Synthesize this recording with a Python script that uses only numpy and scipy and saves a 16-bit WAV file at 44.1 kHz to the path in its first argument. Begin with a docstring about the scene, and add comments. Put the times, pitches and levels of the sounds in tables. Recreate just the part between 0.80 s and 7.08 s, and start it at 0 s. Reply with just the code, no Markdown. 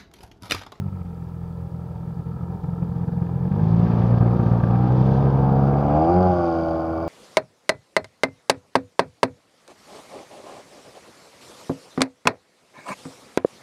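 """An unevenly idling single-cylinder two-stroke petrol engine comes nearer: a large model airplane on a mown field.
The throttle opens, the plane passes close by, turns its tail to the microphone and rolls away with a burst of power.
One shaft phase drives harmonic orders for the thump, growl and howl, and pulses that ring filters for the bark.
Noise gated once a turn makes the gas rasp and the blades' swish; decaying modes make knocks; open air, no echo."""
import sys
import numpy as np
from scipy import signal
from scipy.fft import rfft, irfft, next_fast_len
from scipy.io import wavfile
from scipy.ndimage import uniform_filter1d, map_coordinates

SR = 44100
rng = np.random.default_rng(int(sys.argv[2]) if len(sys.argv) > 2 else 0)


def unload_audio(sound):
    """Save the sound as a 16-bit wav file, at the path given as the first command line argument."""
    columns = np.transpose(np.atleast_2d(sound))
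    # keep every value between -1 and 1, then stretch to whole-number steps
    steps = np.round(np.clip(columns, -1, 1) * 32767)
    wavfile.write(sys.argv[1], SR, steps.astype(np.int16))


N = 276948
IDLE_HZ = 42  # shaft speed at idle, turns per second
STEP = 8  # the growl and howl orders are computed on every eighth sample

# Shaft speed. Each row: time in seconds, speed in turns per second.
SHAFT_SPEED = [(0.0, 49.26), (0.33, 42.24), (0.6, 42.21), (1.52, 41.98), (1.64, 43.38), (2.54, 42.77),
               (2.67, 44.7), (2.75, 50.8), (2.88, 55.2), (3.0, 56.7), (3.29, 58.7), (3.48, 58.9),
               (3.82, 58.1), (3.89, 58.5), (4.02, 61.4), (4.1, 62.1), (4.33, 67.0), (4.41, 67.9),
               (4.73, 67.4), (4.98, 70.3), (5.12, 72.5), (5.31, 86.9), (5.38, 90.6), (5.43, 92.1),
               (5.72, 83.1), (5.85, 81.9), (6.17, 81.6), (6.28, 82.7)]
# Throttle opening. Each row: time in seconds, opening from 0 to 1.
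THROTTLE_OPENING = [(0, 0.82), (.2, 0.2), (.45, 0.08), (1.4, 0.1), (2.62, 0.19), (2.85, 0.82), (3.5, 0.3),
                    (4.4, 0.56), (5.15, 0.44), (5.42, 0.72), (5.7, 0.42), (6.28, 0.2)]
# Range from the plane to the microphone. Each row: time in seconds, distance in metres.
PLANE_DISTANCE = [(0, 8.8), (1, 7.24), (2, 3.95), (3.1, 1.82), (4.3, 2), (5, 1.92), (5.6, 4.28),
                  (6.28, 7.4)]
# Heading as the plane swings round. Each row: time in seconds, tail turned to the listener from 0 to 1.
TAIL_TURN = [(4.4, 0), (5, 0.17), (5.3, 0.92), (6.28, 0.91)]
# Loudness laws of shaft orders 1 to 4. Each row: level in dB at 1 m when idling,
# dB added by full throttle, dB per octave of shaft speed, dB added from behind.
LOW_ORDER_LAWS = [(-36.5, 2.5, 14.5, -1.3), (-25, 11.5, 8.5, -19), (-24, 17, -21, 11),
                  (-26.5, 5, -11, 24.5)]


def amp(db):
    """Logarithmic level: decibels to amplitude gain."""
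    return 10 ** (np.asarray(db) / 20)


def unit(x):
    """Normalisation by mean power: scale to rms 1."""
    return x / np.sqrt(np.mean(x ** 2) + 1e-20)


def curve(rows):
    """Linear interpolation: one value per sample from (seconds, value) rows."""
    return np.interp(np.arange(N) / SR, *np.transpose(rows))


def wobble(rate, size=1):
    """Band-limited fluctuation: spline through rate random knots a second, one value every size samples."""
    coarse = np.arange(0, N + 32, 32)
    knots = rng.standard_normal(int(N * rate / SR) + 4)
    smooth = map_coordinates(knots, [coarse * rate / SR])
    return np.interp(np.arange(0, N, size), coarse, smooth)


def coloured(x, points):
    """Minimum-phase filtering: a causal filter of unit energy with the (Hz, dB) shape."""
    size = 8192
    hz, db = np.transpose(points)
    bins = np.fft.rfftfreq(size, 1 / SR)
    gain = amp(np.interp(np.log(bins + 1), np.log(hz), db))
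    # folding the cepstrum onto positive time makes the response causal
    cepstrum = irfft(np.log(gain))
    cepstrum[1:size // 2] *= 2
    cepstrum[size // 2 + 1:] = 0
    ring = irfft(np.exp(rfft(cepstrum)))
    return signal.fftconvolve(x, ring / np.linalg.norm(ring))[:N]


def blend(a, b, share):
    """Addition of powers: an equal-power cross-fade from a to b."""
    share = np.clip(share, 0, 1)
    return np.sqrt(1 - share) * a + np.sqrt(share) * b


def octaves():
    """Logarithmic frequency: shaft speed in octaves above idle."""
    return np.log2(curve(SHAFT_SPEED) / IDLE_HZ)


def loudness(law):
    """Spherical spreading: gain from throttle, speed and heading, inversely proportional to distance."""
    idle_db, throttle_db, octave_db, aft_db = law
    source_db = idle_db + throttle_db * curve(THROTTLE_OPENING)
    source_db = source_db + octave_db * octaves() + aft_db * curve(TAIL_TURN)
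    return amp(source_db) / curve(PLANE_DISTANCE)


def roughness():
    """Turbulence against periodicity: the turbulent share falls as the throttle opens."""
    return np.clip(0.86 - 0.097 * curve(THROTTLE_OPENING), 0, 1)


def firing_strength(turns):
    """Cyclic variation of combustion: a weak firing leaves fuel behind, so the next tends to be strong."""
    # Misfires and hard firings. Each row: time in seconds, dB against neighbouring turns before smoothing.
    uneven_rows = [(.11, -12), (.22, 6.5), (.24, -6.5), (1.35, -8), (1.45, -12.5), (1.63, 5), (1.77, -5),
                   (1.82, -12.5), (1.865, -6), (1.885, 2), (1.94, 8), (2.03, 9), (2.145, -4.5), (2.24, 4),
                   (2.26, -16), (2.31, -12), (2.35, -11.5), (2.38, 3), (2.40, -4.5), (2.42, 6),
                   (2.45, -4.5), (2.70, -11.5), (3.36, -5.5), (3.40, -12), (3.48, 0.5), (3.58, -8),
                   (3.65, -8.5), (3.70, -8.5), (3.79, -2.5), (3.82, -12.5), (3.855, -5.5), (3.975, -3)]
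    rebound = 0.22  # share of an excess or lack that the next firing reverses at closed throttle
    cycle = np.round(turns).astype(int)
    chance = np.tanh(rng.standard_normal(cycle[-1] + 2))
    uneven_db = np.zeros(len(chance))
    for s, db in uneven_rows:
        uneven_db[cycle[int(s * SR)]] = db
    rebound_db = -rebound * (1 - curve(THROTTLE_OPENING)) * uneven_db[cycle - 1]
    # weight of chance in each firing; its sign reverses as the tail turns
    scatter_db = -0.98 + 2.2 * curve(TAIL_TURN)
    alternation = 2 * chance[cycle + 1] - chance[cycle]
    gain = amp(uneven_db[cycle] + rebound_db + scatter_db * alternation)
    gain = uniform_filter1d(uniform_filter1d(gain, size=160), size=100)
    return gain / uniform_filter1d(gain, size=9000)


def puffs(turns, lead, decay, depth):
    """Amplitude-modulated turbulence: rms-1 noise bursts as the exhaust port opens and dies within the turn."""
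    age = (turns + lead) % 1
    burst = unit((1 - np.exp(-age / 0.0038)) * np.exp(-age / decay))
    envelope = np.abs(blend(0.88, burst, depth))
    return unit(rng.standard_normal(N) * np.sqrt(envelope ** 2))


def port_pulses(turns, speed, lead, jitter):
    """Impulse-train excitation: one pulse per port opening, unit mean power, times scattered by rough running."""
    rough = roughness()
    at = np.interp(np.arange(1, int(turns[-1]) + 1) - lead, turns, np.arange(N))
    at += rng.standard_normal(len(at)) * jitter * SR * rough[at.astype(int)]
    pulses = np.bincount(np.clip(at, 0, N - 1).astype(int), minlength=N)
    return pulses * np.sqrt(SR / speed)


def smeared(x, spread):
    """All-pass dispersion: many short paths round the airframe spread each pulse but keep its colour."""
    t = np.arange(2048) / SR
    paths = rfft(rng.standard_normal(len(t)) * np.exp(-t / spread))
    lead = 200  # samples, removed again after the convolution
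    response = np.roll(irfft(paths / np.abs(paths)), lead)
    return signal.fftconvolve(x, response)[lead:lead + N]


def background():
    """Broadband noise: a light breeze on the microphone fluctuates slowly over its steady hiss."""
    # Breeze colour. Each row: frequency in Hz, density in dB per Hz.
    breeze_colour = [(10, -15), (42, -2.5), (70, 15), (200, -19.5), (2000, -120)]
    # Hiss colour. Each row: frequency in Hz, density in dB per Hz.
    hiss_colour = [(100, 4), (2000, 1.5), (7000, 0), (16000, -.3)]
    gust_db = -50 + 2 * wobble(4) - 9 * curve(TAIL_TURN)
    breeze = coloured(rng.standard_normal(N), breeze_colour) * amp(gust_db)
    hiss = coloured(rng.standard_normal(N), hiss_colour) * amp(-68.2)
    return breeze + hiss


def wash():
    """Turbulent flow noise: the propeller's slipstream rumbles, rising with throttle and nearness."""
    # Slipstream colour. Each row: frequency in Hz, density in dB per Hz.
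    wash_colour = [(10, -32.5), (35, -0.5), (55, -0.5), (100, 10), (150, 11.5), (200, 10), (400, -27.5),
                   (2000, -120)]
    # Loudness, in the columns of LOW_ORDER_LAWS.
    wash_law = (-23.5, 4, -1, -0.5)
    return coloured(rng.standard_normal(N), wash_colour) * loudness(wash_law) * amp(wobble(11.0))


def pings():
    """Modal decay: a hard firing knocks the engine's metal, whose modes ring briefly."""
    # Knocks. Each row: time in seconds, level in dB.
    knocks = [(2.2324, -53), (2.2783, -46.5), (2.3716, -54), (2.4189, -58), (2.4655, -43), (2.7163, -40),
              (2.795, -40), (3.067, -34), (3.1157, -33.5), (3.2191, -32), (3.3762, -33), (3.4098, -34.5),
              (3.546, -46), (3.63, -38.5), (3.664, -34), (3.714, -36), (3.8011, -36), (3.8354, -31.5),
              (3.8717, -35), (3.9534, -35.5)]
    # Modes of the metal. Each row: frequency in Hz, relative level in dB, time to decay by 60 dB in seconds.
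    modes = [(1593, -4, 0.065), (1776, -10.5, 0.046), (2440, -18.5, 0.027), (2660, -15.5, 0.021),
             (3300, -17, 0.018), (4620, -25, .02)]
    out = np.zeros(N + SR)
    t = np.arange(SR // 20) / SR
    hz, mode_db, t60 = np.transpose(modes)[:, :, None]
    for s, db in knocks:
        level, phase = rng.standard_normal((2, len(hz), 1))
        decay = amp(db + mode_db + 2 * level - 60 * t / t60)
        ring = decay * np.sin(2 * np.pi * (hz * t + phase))
        out[int(s * SR):][:len(t)] += ring.sum(axis=0) * (1 - np.exp(-t / 0.00041))
    return out[:N]


def whine(turns):
    """Harmonic tones with amplitude modulation: single orders pulse with each turn, at idle and on leaving."""
    # Keyed by shaft order. Each row: time in seconds, level in dB.
    whine_levels = {14: [(.3, -82), (.65, -64), (1.05, -51), (1.5, -73), (2, -85)], 28: [(4.7, -100),
                    (5, -70), (5.5, -67), (5.8, -61), (5.95, -63), (6.1, -63), (6.28, -54)]}
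    pulse = 1 + 0.6 * np.cos(2 * np.pi * (turns + .15))
    tones = np.zeros(N)
    for order, level_rows in whine_levels.items():
        level = amp(curve(level_rows) + 1.5 * wobble(22))
        tones += level * np.sin(2 * np.pi * order * turns + 0.017 * order * wobble(70))
    return pulse * tones


def chirp(turns):
    """Filtered impulses: from behind, each turn ticks; strong and weak alternate, with one stumble."""
    # Strong ticks from which the alternation is counted: times in seconds.
    strong_times = [5.703, 5.836]
    # Colour of the ticks. Each row: frequency in Hz, density in dB per Hz.
    tick_colour = [(2000, -40), (3100, -13), (3900, -20), (4350, -12), (4580, 0), (4850, 0), (5300, -17),
                   (6300, -18), (7300, -40)]
    # Level of the ticks. Each row: time in seconds, level in dB.
    tick_level = [(5, -80), (5.2, -65), (5.37, -58.5), (5.52, -63), (5.68, -59), (5.85, -59), (6.08, -66),
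                  (6.28, -63.5)]
    weak_db = -7  # the ticks in between
    tick_turns = np.arange(int(turns[-1])) + .7
    strong = np.round(turns[(np.array(strong_times) * SR).astype(int)] - tick_turns[0])
    # an odd count from the nearest strong tick is weak
    weak = np.abs(np.arange(len(tick_turns))[:, None] - strong).min(axis=1) % 2
    size, late = rng.standard_normal((2, len(tick_turns)))
    at = np.interp(tick_turns, turns, np.arange(N)) + late * 0.00006 * SR
    ticks = np.bincount(np.clip(at, 0, N - 1).astype(int), amp(weak_db * weak + 2 * size), N)
    ticks /= np.sqrt(np.abs(uniform_filter1d(ticks ** 2, size=9000)) + 1e-12)
    return coloured(ticks, tick_colour) * amp(curve(tick_level))


def swish(turns):
    """Rotating directivity: each of two blades hisses once a turn; from behind one dominates and whistles."""
    # Colour from the side. Each row: frequency in Hz, density in dB per Hz.
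    side_colour = [(1500, -40), (2600, -7), (3100, -0.5), (3500, 1), (4100, -4.5), (4750, -1.5), (5300, -8),
                   (6400, -12.5), (7200, -33), (14000, -93.5)]
    # Colour from behind. Each row: frequency in Hz, density in dB per Hz.
    aft_colour = [(1500, -44.5), (2700, -9), (3100, -2), (3600, -11.5), (4250, -12), (4550, 2.5), (4850, 0),
                  (5350, -13), (6450, -12), (7300, -35.5), (14000, -87)]
    # Level of the hiss. Each row: time in seconds, level in dB.
    swish_level = [(0.05, -74.5), (.8, -74.5), (2.2, -71), (2.63, -69.5), (2.9, -60.5), (3.1, -57.5),
                   (3.45, -60.5), (3.95, -61), (4.32, -55.5), (4.58, -62.5), (5.1, -62), (5.38, -58),
                   (5.68, -56.5), (5.9, -60), (6.1, -64), (6.28, -62)]
    # Each row, one blade: place in turns, width in turns, dB from the side; then the same from behind.
    blades = [(.78, 0.078, -0.5, .72, 0.11, -1.5), (.35, 0.18, -2.5, 0.3, 0.051, -5.5)]
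    # Hiss between the blades: dB from the side, dB from behind.
    floor_db = (-4, -8)
    tail = np.clip(curve(TAIL_TURN), 0, 1)

    def between(side, aft):
        """Linear interpolation from the side view to the rear view."""
        return side + (aft - side) * tail

    power = amp(between(*floor_db)) ** 2
    for at, width, db, aft_at, aft_width, aft_db in blades:
        away = (turns - between(at, aft_at) + .5) % 1 - .5
        power += amp(between(db, aft_db)) ** 2 * np.exp(-(away / between(width, aft_width)) ** 2)
    envelope = np.sqrt(power / uniform_filter1d(power, size=6000))
    air = unit(rng.standard_normal(N) * envelope * amp(1.3 * wobble(110)))
    return blend(coloured(air, side_colour), coloured(air, aft_colour), tail) * amp(curve(swish_level))


def rasp(turns, strength):
    """Pulsed jet noise: gas cracks out of the pipe as the exhaust port opens."""
    # Colour from the side. 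Each row: frequency in Hz, density in dB per Hz.
    side_colour = [(600, -65), (1500, -9.5), (1720, 4.5), (2030, 1), (2350, 1), (2650, -2.5), (3200, -12),
                   (7000, -60)]
    # Colour from behind. Each row: frequency in Hz, density in dB per Hz.
    aft_colour = [(600, -58.5), (1800, -9.5), (2100, -1), (2310, 2.5), (2480, -3), (2700, -4.5),
                  (3200, -14.5), (7000, -57.5)]
    # Level of the rasp. Each row: time in seconds, level in dB.
    rasp_level = [(0.05, -67), (.7, -70.5), (1.7, -70.5), (2.3, -67), (2.6, -65), (3.12, -53), (3.6, -57.5),
                  (4.3, -55), (4.85, -59.5), (5.15, -55), (5.6, -60.5), (5.95, -63), (6.28, -64.5)]
    gas = puffs(turns, lead=0.11, decay=0.33, depth=0.14)
    jet = unit(gas * strength ** 0.82 * amp(1.2 * wobble(110)))
    return blend(coloured(jet, side_colour), coloured(jet, aft_colour), curve(TAIL_TURN)) * amp(curve(rasp_level))


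def idle_ring(turns, pulses, strength):
    """Resonance: at idle each firing rings two resonances of the muffler, which swell and fade on their own."""
    # Lower resonance. Each row: frequency in Hz, density in dB per Hz.
    lower_colour = [(500, -45.5), (690, -17), (780, 1.5), (830, -6.5), (880, 1), (950, -6.5), (1080, -20.5),
                    (2500, -70)]
    # Its level. Each row: time in seconds, level in dB.
    lower_level = [(.85, -70), (1.17, -50.5), (1.33, -64), (1.46, -54), (1.58, -64), (1.73, -44),
                   (1.88, -57), (2.08, -48.5), (2.3, -56), (2.8, -67)]
    # Upper resonance. Each row: frequency in Hz, density in dB per Hz.
    upper_colour = [(800, -45), (1170, -13), (1260, -6.5), (1325, 0.5), (1370, -11), (1450, -29.5),
                    (2500, -69)]
    # Its level. Each row: time in seconds, level in dB.
    upper_level = [(0, -55), (.25, -60.5), (.45, -63.5), (1.3, -61), (1.55, -54), (1.75, -61), (2, -56),
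                   (2.2, -77)]
    gas = puffs(turns, lead=0.11, decay=0.3, depth=0.7)
    drive = blend(smeared(pulses, spread=0.0052), gas, share=0.39) * strength ** 0.25
    lower = unit(coloured(drive, lower_colour)) * amp(curve(lower_level))
    upper = unit(coloured(drive, upper_colour)) * amp(curve(upper_level))
    return lower + upper


def howl(turns, strength, count=22):
    """Phase dispersion of harmonics: pipe and propeller fuse into clean high orders, swept upward each turn."""
    # Colour nearby. Each row: frequency in Hz, level in dB.
    near_colour = [(400, -10.5), (460, -6), (540, -3), (635, -3), (730, 1), (810, 1.5), (870, -9),
                   (930, -20.5), (1010, -12.5), (1090, -22.5), (1190, -14.5), (1290, -26), (1450, -27.5),
                   (2000, -48.5)]
    # Colour from afar. Each row: frequency in Hz, level in dB.
    far_colour = [(400, -12), (490, -6), (575, -2.5), (655, -1.5), (817, -8.5), (900, -18.5), (980, -25),
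                  (1065, -12.5), (1150, -16.5), (1230, -22), (1310, -24), (1390, -17.5), (1470, -17.5),
                  (1560, -39.5), (2000, -53.5)]
    # Overall level. Each row: time in seconds, level in dB.
    howl_level = [(3.8, -100), (4.2, -45.5), (4.6, -44), (5.05, -36), (5.17, -26.5), (5.34, -28),
                  (5.44, -25), (5.56, -28.5), (5.72, -28.5), (6.15, -34), (6.28, -36)]
    near_m, far_m = 4, 4.05  # distances where one colour gives way to the other
    sweep = .06  # lag in turns, times the order
    drift_db, drift_rate = 1.75, 7  # wavering of each order, knots a second
    speed, turns, wave = curve(SHAFT_SPEED)[::STEP], turns[::STEP], 0
    far = np.clip((curve(PLANE_DISTANCE)[::STEP] - near_m) / (far_m - near_m), 0, 1)
    for k in range(len(LOW_ORDER_LAWS) + 1, count):
        near_db = np.interp(k * speed, *np.transpose(near_colour))
        far_db = np.interp(k * speed, *np.transpose(far_colour))
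        db = (1 - far) * near_db + far * far_db + drift_db * wobble(drift_rate, size=STEP)
        wave += amp(db) * np.sin(2 * np.pi * k * (turns - sweep * k))
    wave = signal.resample_poly(wave, STEP, 1)[:N]
    return np.sqrt(2) * wave * amp(curve(howl_level)) * strength ** 0.5


def growl(turns, strength, count=25):
    """Subharmonic modulation: wavering middle orders, with weaker strands halfway between from uneven firing."""
    # Colour of the orders. Each row: frequency in Hz, level in dB.
    growl_colour = [(200, -6), (290, -5.5), (355, 3), (410, 0.5), (470, -1), (540, -2), (630, -11.5),
                    (720, -6), (810, -2.5), (890, -3), (1050, -11), (1230, -10.5), (1450, -22.5),
                    (1700, -31)]
    # Loudness, in the columns of LOW_ORDER_LAWS.
    growl_law = (-46, -1.5, 18, -3)
    half_order_db = -11
    drift_db, drift_rate = 3.5, 6  # wavering of level, knots a second
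    waver, waver_rate = .55, 16  # wavering of phase in radians, knots a second
    speed, turns, wave = curve(SHAFT_SPEED)[::STEP], turns[::STEP], 0
    for k in np.arange(len(LOW_ORDER_LAWS) + 1, count, .5):
        db = np.interp(k * speed, *np.transpose(growl_colour)) + half_order_db * (k % 1 > 0)
        db = db + drift_db * wobble(drift_rate, size=STEP)
        phase = 2 * np.pi * (k * turns + rng.random()) + waver * wobble(waver_rate, size=STEP)
        wave += amp(db) * np.sin(phase)
    wave = signal.resample_poly(wave, STEP, 1)[:N]
    return np.sqrt(2) * wave * loudness(growl_law) * strength ** 0.54


def bark(turns, pulses, strength):
    """Source and filter: the port's pulses, mixed with turbulence, ring muffler and airframe."""
    # Colour when idling. Each row: frequency in Hz, density in dB per Hz.
    idle_colour = [(150, -38), (240, 11.5), (300, 7.5), (350, 2), (410, -0.5), (455, 10), (510, -1),
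                   (545, -8), (590, -11), (640, -21), (705, -9), (780, 0), (850, -4), (905, 3), (1100, -13),
                   (1310, -9.5), (1500, -25), (1590, -15), (1710, -13.5), (2100, -42), (2350, -25),
                   (2550, -40.5), (6000, -100)]
    # Colour under power from the side. Each row: frequency in Hz, density in dB per Hz.
    side_colour = [(185, -16.5), (265, 4), (355, 9), (420, 2.5), (475, 7.5), (630, 1.5), (780, 6.5),
                   (880, 1), (1090, -13), (1230, -5.5), (1450, -18), (1590, -9.5), (1900, -35),
                   (6000, -100)]
    # Colour from behind. Each row: frequency in Hz, density in dB per Hz.
    aft_colour = [(200, -16.5), (300, -1), (410, -5.5), (490, -8.5), (560, -1), (720, 1.5), (820, -0.5),
                  (905, -12.5), (1030, -14.5), (1160, -4.5), (1290, -16), (1440, -11.5), (1620, -30),
                  (2000, -41), (6000, -110)]
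    # Loudness, in the columns of LOW_ORDER_LAWS.
    bark_law = (-29, -7, 15.5, 0)
    churn = puffs(turns, lead=0.052, decay=1.0, depth=0.52) * amp(1.4 * wobble(130))
    # turbulence is weak in the low bark, so the lines there stay clean
    churn = signal.lfilter(*signal.butter(1, 550, "high", fs=SR), churn)
    ring = smeared(pulses, spread=.009)
    drive = blend(ring, churn, roughness()) * strength ** 0.26
    openness = 0.22 + 1 * octaves()  # share of the power colour, rising with speed
    side = blend(coloured(drive, idle_colour), coloured(drive, side_colour), openness)
    voice = blend(side, coloured(drive, aft_colour), curve(TAIL_TURN))
    voice /= np.sqrt(np.abs(uniform_filter1d(voice ** 2, size=9000)))
    return voice * loudness(bark_law)


def thump(turns, strength):
    """Fourier synthesis: low orders add to one push and pull of air a turn; from behind they fall out of step."""
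    # Level of the two lowest orders as the plane passes and swings round. Each row: time in seconds, level in dB.
    swing_rows = [(0, 4), (2.55, -3.5), (2.85, -3.5), (3.1, -2), (3.4, 2), (4.2, -0.5), (5, 0), (5.17, 5.5),
                  (5.27, -3.5), (5.35, 5), (5.52, 6), (5.64, 0), (6.28, 3.5)]
    # the muffler's low resonance lifts each order that passes through it
    boom_hz, boom_half_width_hz, boom_peak_db = 188.3, 29.5, 10
    # each order wavers on its own as the plane rocks over the grass
    drift_db, drift_rate = 1.27, 6  # dB, knots a second
    slip = .2 * curve(TAIL_TURN)
    wave = np.zeros(N)
    for k, law in enumerate(LOW_ORDER_LAWS, start=1):
        detuning = (k * curve(SHAFT_SPEED) - boom_hz) / boom_half_width_hz
        boom_db = boom_peak_db / (1 + detuning ** 2)
        swing_db = curve(swing_rows) if k <= 2 else 0
        level = loudness(law) * amp(boom_db + swing_db + drift_db * wobble(drift_rate))
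        wave -= level * np.sin(2 * np.pi * (k * turns - slip * (k - 2) ** 2))
    return np.sqrt(2) * wave * strength


def scene():
    """Superposition: one shaft phase drives the engine and blades; knocks, wash and background add to them."""
    speed = curve(SHAFT_SPEED)
    # the shaft never turns quite evenly, which roughens the high orders
    turns = np.cumsum(speed) / SR - .1 + .0025 * wobble(30)
    strength = firing_strength(turns)
    pulses = port_pulses(turns, speed, lead=0.1471, jitter=0.000095)
    surroundings = background() + wash()
    details = pings() + whine(turns) + chirp(turns) + swish(turns)
    exhaust = rasp(turns, strength) + idle_ring(turns, pulses, strength) + bark(turns, pulses, strength)
    orders = howl(turns, strength) + growl(turns, strength) + thump(turns, strength)
    return (surroundings + details + exhaust + orders)[None]


def record(dry):
    """Band limitation: nothing remains above the upper cut-off frequency."""
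    top_hz = 15750
    m = next_fast_len(N + SR // 2)
    kept = np.fft.rfftfreq(m, 1 / SR) < top_hz
    return irfft(rfft(dry, m) * kept, m)[..., :N]


dry = scene()
out = record(dry)
unload_audio(out)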